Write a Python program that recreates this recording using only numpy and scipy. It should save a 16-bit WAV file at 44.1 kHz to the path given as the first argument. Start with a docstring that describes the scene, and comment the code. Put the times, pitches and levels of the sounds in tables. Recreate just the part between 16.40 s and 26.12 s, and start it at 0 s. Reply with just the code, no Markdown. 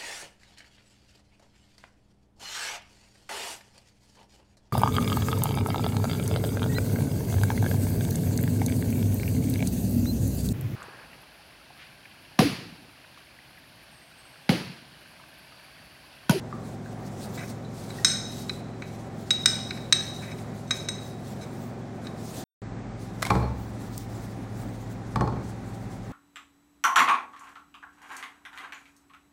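"""Kitchen, heard close up: gloved hands rustle (noise swelling in strokes) while a hard rolling pin clicks on a
wooden board (damped modes, crack noise, board knock), with dull taps and scuffs between clicks.
After a short silent cut, heard at the stove: dough slaps into a pan (noise bursts and short notes); the pan rings
and rocks on the grate (modes, ticks, boom), then rocks again. An extractor fan hums (shaft orders, mains lines, air
noise), at other levels at the board than at the stove. Hard walls answer each contact (decaying noise tail)."""
import sys
import numpy as np
from scipy import signal
from scipy.fft import rfft, irfft, next_fast_len
from scipy.io import wavfile
from scipy.ndimage import uniform_filter1d, map_coordinates

SR = 44100
rng = np.random.default_rng(int(sys.argv[2]) if len(sys.argv) > 2 else 0)


def store_wav(level_fs):
    """Save 16-bit WAV to argv[1]."""
    pcm = np.round(np.clip(np.atleast_2d(level_fs), -1, 1) * 32767)
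    wavfile.write(sys.argv[1], SR, pcm.T.astype(np.int16))


N = 428652
SOUND_STOPS_S, SOUND_RETURNS_S, TREBLE_RETURNS_S = 6.039, 6.218, 6.56
BLOW_SCATTER_DB = 1.5  # spread of mode strengths from blow to blow


def amp(db):
    """dB to gain."""
    return 10 ** (np.asarray(db) / 20)


def unit(x):
    """Scale to rms 1."""
    return x / np.sqrt(np.mean(x ** 2) + 1e-20)


def along(points, hz):
    """Interpolate (hz, value) points on a log frequency axis."""
    point_hz, value = np.transpose(points)
    return np.interp(np.log(hz + 1), np.log(point_hz + 1), value)


def wobble(knots_per_s):
    """Smooth random curve through normally distributed knots."""
    knots = rng.standard_normal(int(N * knots_per_s / SR) + 4)
    return map_coordinates(knots, [np.arange(N) * knots_per_s / SR])


def filtered(x, response):
    """Multiply the spectrum by a response of frequency."""
    size = next_fast_len(len(x) + 8192)
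    hz = np.fft.rfftfreq(size, 1 / SR)
    return irfft(rfft(x, size) * response(hz), size)[:len(x)]


def noise(spectrum, size=N):
    """Noise of rms 1, shaped by (hz, level_db) points."""
    white = rng.standard_normal(size)
    return unit(filtered(white, lambda hz: amp(along(spectrum, hz))))


def onset(t, rise_s):
    """Exponential rise towards full strength."""
    return 1 - np.exp(-t / rise_s)


def ring(modes, t, rise_s):
    """Sum of damped modes (hz, level_db, t60_s), each struck at a new random strength."""
    hz, level_db, t60_s = np.transpose(modes)[:, :, None]
    level_db = level_db + BLOW_SCATTER_DB * rng.standard_normal(level_db.shape)
    partials = amp(level_db - 60 * t / t60_s) * np.sin(2 * np.pi * hz * t)
    return np.sum(partials, axis=0) * onset(t, rise_s)


def add(track, start_s, sound):
    """Mix a sound in place, trimmed at the track end."""
    part = track[round(start_s * SR):][:len(sound)]
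    part += sound[:len(part)]


# room decay: hz, t60_s
WALL_DECAY = [(500, 0.6), (2000, 0.69), (4000, 0.79), (8000, 0.54), (14000, 0.66)]


def walls(sound, wet_db):
    """Add a fresh diffuse tail: noise whose every frequency dies at its own speed."""
    white = rng.standard_normal(SR // 2 + SR // 4)
    hz, t, bins = signal.stft(white, SR, nperseg=256)
    decay = amp(-60 * t / along(WALL_DECAY, hz)[:, None])
    tail = signal.istft(bins * decay, SR, nperseg=256)[1]
    tail = amp(wet_db) * tail / np.linalg.norm(tail)
    response = np.pad(tail, (200, 0))  # delay, samples
    response[0] = 1  # direct path
    return signal.fftconvolve(sound, response)


def patchy(x, depth_db):
    """Random patches of gain in time and frequency, back at rms 1."""
    bins = signal.stft(x, nperseg=256)[2]
    field = uniform_filter1d(rng.standard_normal(bins.shape), 6, axis=0)
    field = uniform_filter1d(field, 12, axis=1)
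    return unit(signal.istft(bins * amp(depth_db * unit(field)), nperseg=256)[1][:len(x)])


SHAFT_HZ = 22.335
# multiples of the shaft speed
SHAFT_ORDERS = (4, 5, 6, 7, 8, 9, 10, 11, 12, 13, 14, 15, 16, 17, 18, 22, 23, 25, 33, 35)
# level of each shaft order: board_db, stove_db
SHAFT_LEVELS = [(-53, -102), (-44.5, -40.5), (-48.5, -60.5), (-47, -70), (-64, -47.5), (-48.5, -48),
                (-54, -81), (-50, -60), (-56.5, -55.5), (-74, -61), (-60.5, -76), (-57.5, -68), (-62, -59),
                (-53.5, -82), (-61, -57.5), (-65.5, -92), (-68.5, -61.5), (-60.5, -74), (-62.5, -79),
                (-59.5, -57)]
# mains hum: hz, board_db, stove_db
MAINS_HUM = [(47.6, -54.5, -48), (97.6, -65, -52), (251.5, -61, -53)]
# moving air spectrum at the board: hz, relative_db_per_hz
BOARD_AIR = [(18, -47.5), (30, -15), (59, -15.5), (99, -4), (135, -4.5), (231, -1), (286, -8), (389, -6.5),
             (445, -10), (764, -10), (857, -15.5), (2080, -25.5), (3000, -37.5), (3900, -67), (6600, -120)]
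# moving air spectrum at the stove: hz, relative_db_per_hz
STOVE_AIR = [(18, -42), (30, -5), (60, -6.5), (92, -6.5), (118, -1.5), (151, -4.5), (270, -5), (445, -15),
             (583, -14.5), (779, -14.5), (908, -19), (2080, -27), (3000, -39), (3900, -70), (6600, -120)]
BOARD_AIR_DB, STOVE_AIR_DB = -40.5, -39.5


def fan():
    """Wavering shaft orders and mains lines over air noise; stove levels apply after the cut."""
    t = np.arange(N) / SR
    at_stove = t > SOUND_RETURNS_S
    shaft_phase = 2 * np.pi * SHAFT_HZ * t + 0.049 * wobble(1)
    lines = [(order * shaft_phase, *levels) for order, levels in zip(SHAFT_ORDERS, SHAFT_LEVELS)]
    lines += [(2 * np.pi * hz * t, *levels) for hz, *levels in MAINS_HUM]
    hum = np.zeros(N)
    for phase, board_db, stove_db in lines:
        level_db = np.where(at_stove, stove_db, board_db) + 0.68 * wobble(2.066)
        hum += np.sqrt(2) * amp(level_db) * np.sin(phase + rng.uniform(0, 2 * np.pi))
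    stove_air = amp(STOVE_AIR_DB) * noise(STOVE_AIR)
    board_air = amp(BOARD_AIR_DB) * noise(BOARD_AIR)
    air = np.where(at_stove, stove_air, board_air)
    return hum + air * amp(0.94 * wobble(8))


# cloth-like spectrum: hz, relative_db
SOFT_RUB = [(1500, -68.5), (2600, -6.5), (3800, -5), (5500, -5.5), (8000, -5.5), (11000, -11.5),
            (16500, -18.5)]
# crisp film spectrum: hz, relative_db
CRISP_FILM = [(6000, -53.5), (9000, -7), (12000, -9), (15000, 13.5), (16500, 12)]
# gloved hands over dough and flour: full_strength_s, held_s, soft_db, crisp_db
HAND_STROKES = [(.11, 0.066, -64, -77.5), (.275, 0.026, -54.5, -63.5), (.48, .03, -59, -67),
                (.65, 0.027, -56.5, -65.5), (.825, .015, -46.5, -59), (.965, 0.016, -49.5, -53.5),
                (1.05, 0.024, -47.5, -52), (1.38, 0.31, -50.5, -65), (1.93, .09, -48, -57.5),
                (2.09, 0.076, -55, -70), (2.44, 0.2, -59, -72), (2.8, 0.024, -58, -63),
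                (2.9, .24, -54, -62), (3.29, 0.044, -59, -67.5), (3.37, .01, -52.5, -62),
                (3.5, .14, -57, -70), (3.69, 0.18, -52, -63.5), (3.985, .01, -51.5, -62),
                (4.17, 0.035, -56, -71.5), (4.37, .03, -48.5, -65), (4.66, 0.018, -50.5, -54.5),
                (4.89, 0.046, -52.5, -59), (5.015, 0.012, -54, -65), (5.15, 0.11, -58, -58.5),
                (5.645, .03, -57.5, -78.5), (5.85, 0.087, -49, -57), (5.98, 0.025, -44.5, -56.5),
                (6.63, 0.045, -55.5, -68.5), (6.8, 0.18, -56, -65.5), (7.2, 0.055, -60, -57),
                (7.38, 0.087, -55.5, -71), (7.565, 0.046, -50.5, -51), (7.745, 0.13, -53.5, -60),
                (7.93, 0.12, -61, -71), (8.155, .005, -59.5, -70), (8.205, 0.022, -52.5, -58),
                (8.325, .015, -61, -60.5), (8.41, 0.034, -57.5, -66), (8.505, .02, -63, -62.5),
                (8.705, 0.018, -59, -75.5), (9.06, .03, -57, -70), (9.26, 0.2, -59.5, -71),
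                (9.53, .02, -58.5, -68), (9.63, .1, -62, -79)]
# single glove snaps: start_s, level_db
GLOVE_SNAPS = [(5.999, -48.5), (7.5788, -27.5), (8.2144, -48.5)]
SOFT_SWELL_DB_PER_S, SOFT_FADE_DB_PER_S = 150.5, 160
CRISP_SWELL_DB_PER_S, CRISP_FADE_DB_PER_S = 189.5, 210.5
SOFT_RESTING_DB, CRISP_RESTING_DB = -74.5, -80  # hands never quite still


def rustle():
    """Gloves rub dough: soft and crisp noise in grainy strokes, plus a few short snaps."""
    t = np.arange(N) / SR
    soft_power = np.full(N, amp(SOFT_RESTING_DB) ** 2)
    crisp_power = np.full(N, amp(CRISP_RESTING_DB) ** 2)
    for full_s, held_s, soft_db, crisp_db in HAND_STROKES:
        early_s = np.maximum(full_s - t, 0)
        late_s = np.maximum(t - full_s - held_s, 0)
        soft_power += amp(soft_db - SOFT_SWELL_DB_PER_S * early_s - SOFT_FADE_DB_PER_S * late_s) ** 2
        crisp_power += amp(crisp_db - CRISP_SWELL_DB_PER_S * early_s - CRISP_FADE_DB_PER_S * late_s) ** 2
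    grains = unit(amp(0.59 * wobble(270) + 2.0 * wobble(40)))
    soft = np.sqrt(soft_power) * patchy(noise(SOFT_RUB), depth_db=2.0)
    crisp = np.sqrt(crisp_power) * patchy(noise(CRISP_FILM), depth_db=4.5)
    out = grains * (soft + crisp)
    t = np.arange(600) / SR
    for start_s, level_db in GLOVE_SNAPS:
        snap = noise([(3000, -13.5), (8000, 9), (16000, -1.5)], size=len(t))
        add(out, start_s, amp(level_db - 60 * t / 0.012) * snap)
    return out


# dull taps on wood: start_s, level_db, pitch_hz, t60_s
WOOD_TAPS = [(0.127, -23.5, 1180, 0.02), (0.4602, -30, 1570, 0.011), (1.585, -36.5, 1880, 0.08)]
# pin sliding over the board: start_s, length_s, board_db, pin_db
SLIDES = [(0.971, 0.03, -48.5, -55), (0.999, 0.047, -49, -62), (3.816, 0.047, -51.5, -56.5),
          (3.869, 0.043, -54, -64), (3.906, 0.027, -52.5, -57), (4.268, 0.031, -75, -63),
          (5.006, 0.04, -58, -55.5), (5.641, 0.022, -62, -62)]
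# board modes, also knocked by pin(): hz, level_db, t60_s
BOARD_MODES = [(1259, -7, 0.029), (1534, 6, 0.015), (1826, -5, 0.03), (1987, 1, 0.021), (2264, 1.5, 0.025),
               (2510, -5.5, 0.048), (2920, -9.5, 0.017)]
# pin modes before damping by the grip, also rung by pin(): hz, level_db, t60_s
PIN_MODES = [(3836, 4, 0.056), (3830, -15.5, 0.3), (3996, -3, 0.057), (4410, -10, 0.034),
             (4730, -13.5, 0.019), (5263, 5, 0.037), (5480, -9.5, 0.056), (6074, 4.5, 0.028),
             (6280, 1.5, 0.032), (6440, -4.5, 0.038), (7280, -19, 0.017), (7190, -3, 0.021),
             (7660, -7.5, 0.023), (7950, -10, 0.025), (8320, 0.5, 0.048), (9900, -16, 0.022),
             (10230, -12.5, 0.02), (11300, -23, 0.025), (12900, -15, .022)]


def scuffs():
    """Dull two-mode taps, and slides whose many tiny contacts excite board and pin together."""
    out, t = np.zeros(N), np.arange(SR // 10) / SR
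    for start_s, level_db, pitch_hz, t60_s in WOOD_TAPS:
        tap = ring([(pitch_hz, 0, t60_s), (pitch_hz * 1.4, -10, t60_s / 2)], t, rise_s=0.00036)
        add(out, start_s, amp(level_db) * walls(tap, wet_db=-5))
    # contact damps the sliding pin
    damped_pin = [(hz, db - 6 * (hz > 4500), min(t60_s, 0.025)) for hz, db, t60_s in PIN_MODES]
    for start_s, length_s, board_db, pin_db in SLIDES:
        n = round(length_s * SR)
        contacts = rng.standard_normal(n) * amp(9.2 * rng.standard_normal(n))
        contacts *= signal.windows.tukey(n, 0.3)
        board = unit(signal.fftconvolve(contacts, ring(BOARD_MODES, t, rise_s=0.0014)))
        body = unit(signal.fftconvolve(contacts, ring(damped_pin, t, rise_s=0.0014)))
        add(out, start_s, walls(amp(board_db) * board + amp(pin_db) * body, wet_db=-10.0))
    return out


# pin contacts: start_s, level_db, second_mode_db, third_mode_db, upper_modes_db, board_knock_db,
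# grip_damping_factor, room_db (all but level_db relative)
PIN_CLICKS = [(1.248, -56, 14.5, -9, -6, 3, 1.3, -5), (1.5024, -45.5, 15, -4, -9, 8.5, 1.3, -9.5),
              (1.6468, -12, -0.5, -2.5, 1, -7.5, 1.38, -3),
              (2.0948, -30.5, 17.5, -5, -10.5, 4.5, 1.8, -13.5), (2.4209, -43.5, 12, -11, -1, 14, 2.1, -5),
              (2.9061, -13.5, -11.5, -12.5, -12.5, -11.5, 0.81, -8.5),
              (3.0579, -9.5, -8, -2.5, -4, -9.5, 1.54, -6), (3.3074, -32, 19, -13, -7.5, 6.5, 3.4, -9),
              (3.3726, -41.5, 1, -18, -14, 6, 1.4, -4), (3.5249, -7.5, 5, -5.5, -4, -11, 1.7, -8.5),
              (3.9862, -49, 2.5, -13, -13, 7, 1.2, -5), (4.308, -18.5, -5, -10.5, -9.5, 1, 0.87, -7),
              (4.4866, -25.5, -2, -6.5, 1, -4.5, 1.2, -7), (5.669, -35.5, 3, -21, -19, -3, 2.5, -13)]
# contact crack spectrum: hz, relative_db
CRACK_SPECTRUM = [(700, -50), (1300, -2.5), (2500, -2), (5500, -3.5), (8500, -5.5), (11000, -27),
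                  (16500, -28.5)]
DULLING_DB_PER_DB = 0.2  # highest modes' loss per dB that a blow is weaker
CRACK_DB, CRACK_KNOCK_SHARE = 1, 0.1  # crack offset; share of the knock's dB added to it


def pin():
    """Each contact rings the gripped pin, cracks and knocks the board; then the walls answer."""
    out, t = np.zeros(N), np.arange(SR // 2) / SR
    hz, mode_db, t60_s = np.transpose(PIN_MODES)
    hardest_db = max(row[1] for row in PIN_CLICKS)
    for start_s, level_db, second_db, third_db, upper_db, knock_db, grip, room_db in PIN_CLICKS:
        top_db = upper_db - DULLING_DB_PER_DB * (hardest_db - level_db)
        # mode balance set by the contact point
        struck_db = np.interp(hz, (3850, 4000, 5250, 6200, 8300), (0, second_db, third_db, upper_db, top_db))
        body = ring(np.transpose([hz, mode_db + struck_db, t60_s / grip]), t, rise_s=0.0011)
        # the crack's top follows half of top_db
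        spectrum = [(f_hz, db + 0.5 * top_db * (f_hz > 7000)) for f_hz, db in CRACK_SPECTRUM]
        crack_db = CRACK_DB + CRACK_KNOCK_SHARE * knock_db
        crack = amp(crack_db - 60 * t / 0.018) * onset(t, 0.00044) * noise(spectrum, size=len(t))
        knock = amp(knock_db) * ring(BOARD_MODES, t, rise_s=0.0019)
        add(out, start_s, amp(level_db) * walls(body + crack + knock, wet_db=room_db))
    return out


# dough landing: start_s, slap_db, hollow_note_db, pitch_hz
DOUGH_SLAPS = [(6.8215, -21.5, -32, 2500), (6.826, -15.5, -25, 1640), (6.851, -22.5, -20, 2180),
               (6.863, -25.5, -24.5, 688), (6.868, -25, -32, 1000), (6.902, -24, -17, 2330)]
# slap spectrum: hz, relative_db
SLAP_SPECTRUM = [(300, -16), (600, 7.5), (1600, 2), (2400, 1), (5000, -4.5), (10000, -10), (16500, -18.5)]
# pan bouncing on the grate: start_s, pan_ring_db, tick_db, stove_thud_db, grate_knock_db
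PAN_BOUNCES = [(6.905, -22, -22.5, -23, -9.5), (6.953, -27.5, -33, -25.5, -19),
               (7.028, -37, -46, -28.5, -40), (8.7589, -31, -27.5, -26.5, -13.5),
               (8.809, -27.5, -29.5, -22.5, -36), (8.876, -36, -38.5, -33, -23),
               (8.924, -42, -48.5, -34, -38), (8.959, -46, -50, -32.5, -46)]
# pan modes: hz, level_db, t60_s
PAN_MODES = [(454, -25, 0.11), (595, -6, 0.092), (732, 3.5, 0.059), (826, 2, 0.18), (882, -6, 0.45),
             (996, -10.5, 0.31), (1086, 6.5, 0.067), (1208, -7, 0.12), (1330, -7.5, 0.12),
             (1550, -18, 0.089), (2420, -17, 0.051), (4300, -17.5, .12)]
# grate modes: hz, level_db, t60_s
GRATE_MODES = [(594, 0, 0.0088), (884, 4.5, 0.017), (1143, -2, 0.03), (1393, -19, 0.015),
               (1626, -23, 0.0069), (2390, -13, 0.02)]
# metal on metal spectrum: hz, relative_db
TICK_SPECTRUM = [(600, -13), (1500, 10), (2400, 0), (4400, -4), (8000, -11), (16500, -45)]
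# stove top modes: hz, level_db, t60_s
STOVE_MODES = [(45, -19, 0.25), (67.9, -3.5, 1), (122.9, 0.5, 0.49), (188.4, 2, 0.19), (268, -15, 0.11),
               (438.7, -13, 0.38)]
# dense low modes of the stove, as noise: hz, relative_db
RUMBLE_SPECTRUM = [(40, -20), (100, 5.5), (300, -2), (800, -10.5), (1400, -21.5), (3000, -55)]


def pan():
    """Dough slaps the pan, which rings and bounces on the grate; the stove top booms."""
    out, t = np.zeros(N), np.arange(SR) / SR
    for start_s, slap_db, note_db, pitch_hz in DOUGH_SLAPS:
        slap = amp(slap_db - 60 * t / 0.023) * onset(t, 0.00078) * noise(SLAP_SPECTRUM, size=len(t))
        note = ring([(pitch_hz, note_db, 0.022)], t, rise_s=0.00064)
        add(out, start_s, walls(slap + note, wet_db=-8))
    for start_s, ring_db, tick_db, thud_db, knock_db in PAN_BOUNCES:
        metal = amp(ring_db) * ring(PAN_MODES, t, rise_s=0.00097)
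        knock = amp(knock_db) * ring(GRATE_MODES, t, rise_s=0.0019)
        tick = amp(tick_db - 60 * t / 0.024) * noise(TICK_SPECTRUM, size=len(t))
        boom = ring(STOVE_MODES, t, rise_s=0.0015)
        rumble = amp(-2.0 - 60 * t / 0.47) * onset(t, 0.0026) * noise(RUMBLE_SPECTRUM, size=len(t))
        add(out, start_s, walls(metal + tick + knock, wet_db=-8.0))
        add(out, start_s, amp(thud_db) * (boom + rumble))
    return out


def scene():
    """All sources, one channel."""
    return (fan() + rustle() + scuffs() + pin() + pan())[None]


# microphone hiss spectrum: hz, relative_db_per_hz
HISS_SPECTRUM = [(1470, -17.5), (2500, -5.5), (4990, -13.5), (5520, -13), (6350, -14), (7950, -16.5),
                 (10900, -30), (16000, -38.5)]
HISS_DB = -59
BASS_CUT_HZ = 38
DIP_HZ, DIP_WIDTH_HZ, DIP_DB = 2860, 420, -4  # dull region of the microphone port
PEAK_SWING = 0.9  # limit of the microphone stage
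DULL_HZ, TOP_HZ = 8700, 15900  # upper limits: while dull, always


def record(dry):
    """Microphone with hiss, dip and soft saturation; sound stops at the cut, returns dull, regains treble."""
    t = np.arange(N) / SR
    mic = filtered(dry[0], lambda hz: hz ** 4 / (hz ** 4 + BASS_CUT_HZ ** 4))
    mic = mic + amp(HISS_DB) * noise(HISS_SPECTRUM)
    mic = filtered(mic, lambda hz: amp(DIP_DB * np.exp(-((hz - DIP_HZ) / DIP_WIDTH_HZ) ** 2)))
    mic = mic / (1 + np.abs(mic / PEAK_SWING) ** 4) ** 0.25
    treble = filtered(mic, lambda hz: hz > DULL_HZ)
    # treble fades back in over 60 ms
    dull = (t > SOUND_RETURNS_S) * np.clip((TREBLE_RETURNS_S + 0.045 - t) / 0.06, 0, 1)
    sounding = (t < SOUND_STOPS_S) | (t > SOUND_RETURNS_S)
    heard = (mic - dull * treble) * sounding
    return filtered(heard, lambda hz: hz < TOP_HZ)[None]


dry = scene()
out = record(dry)
store_wav(out)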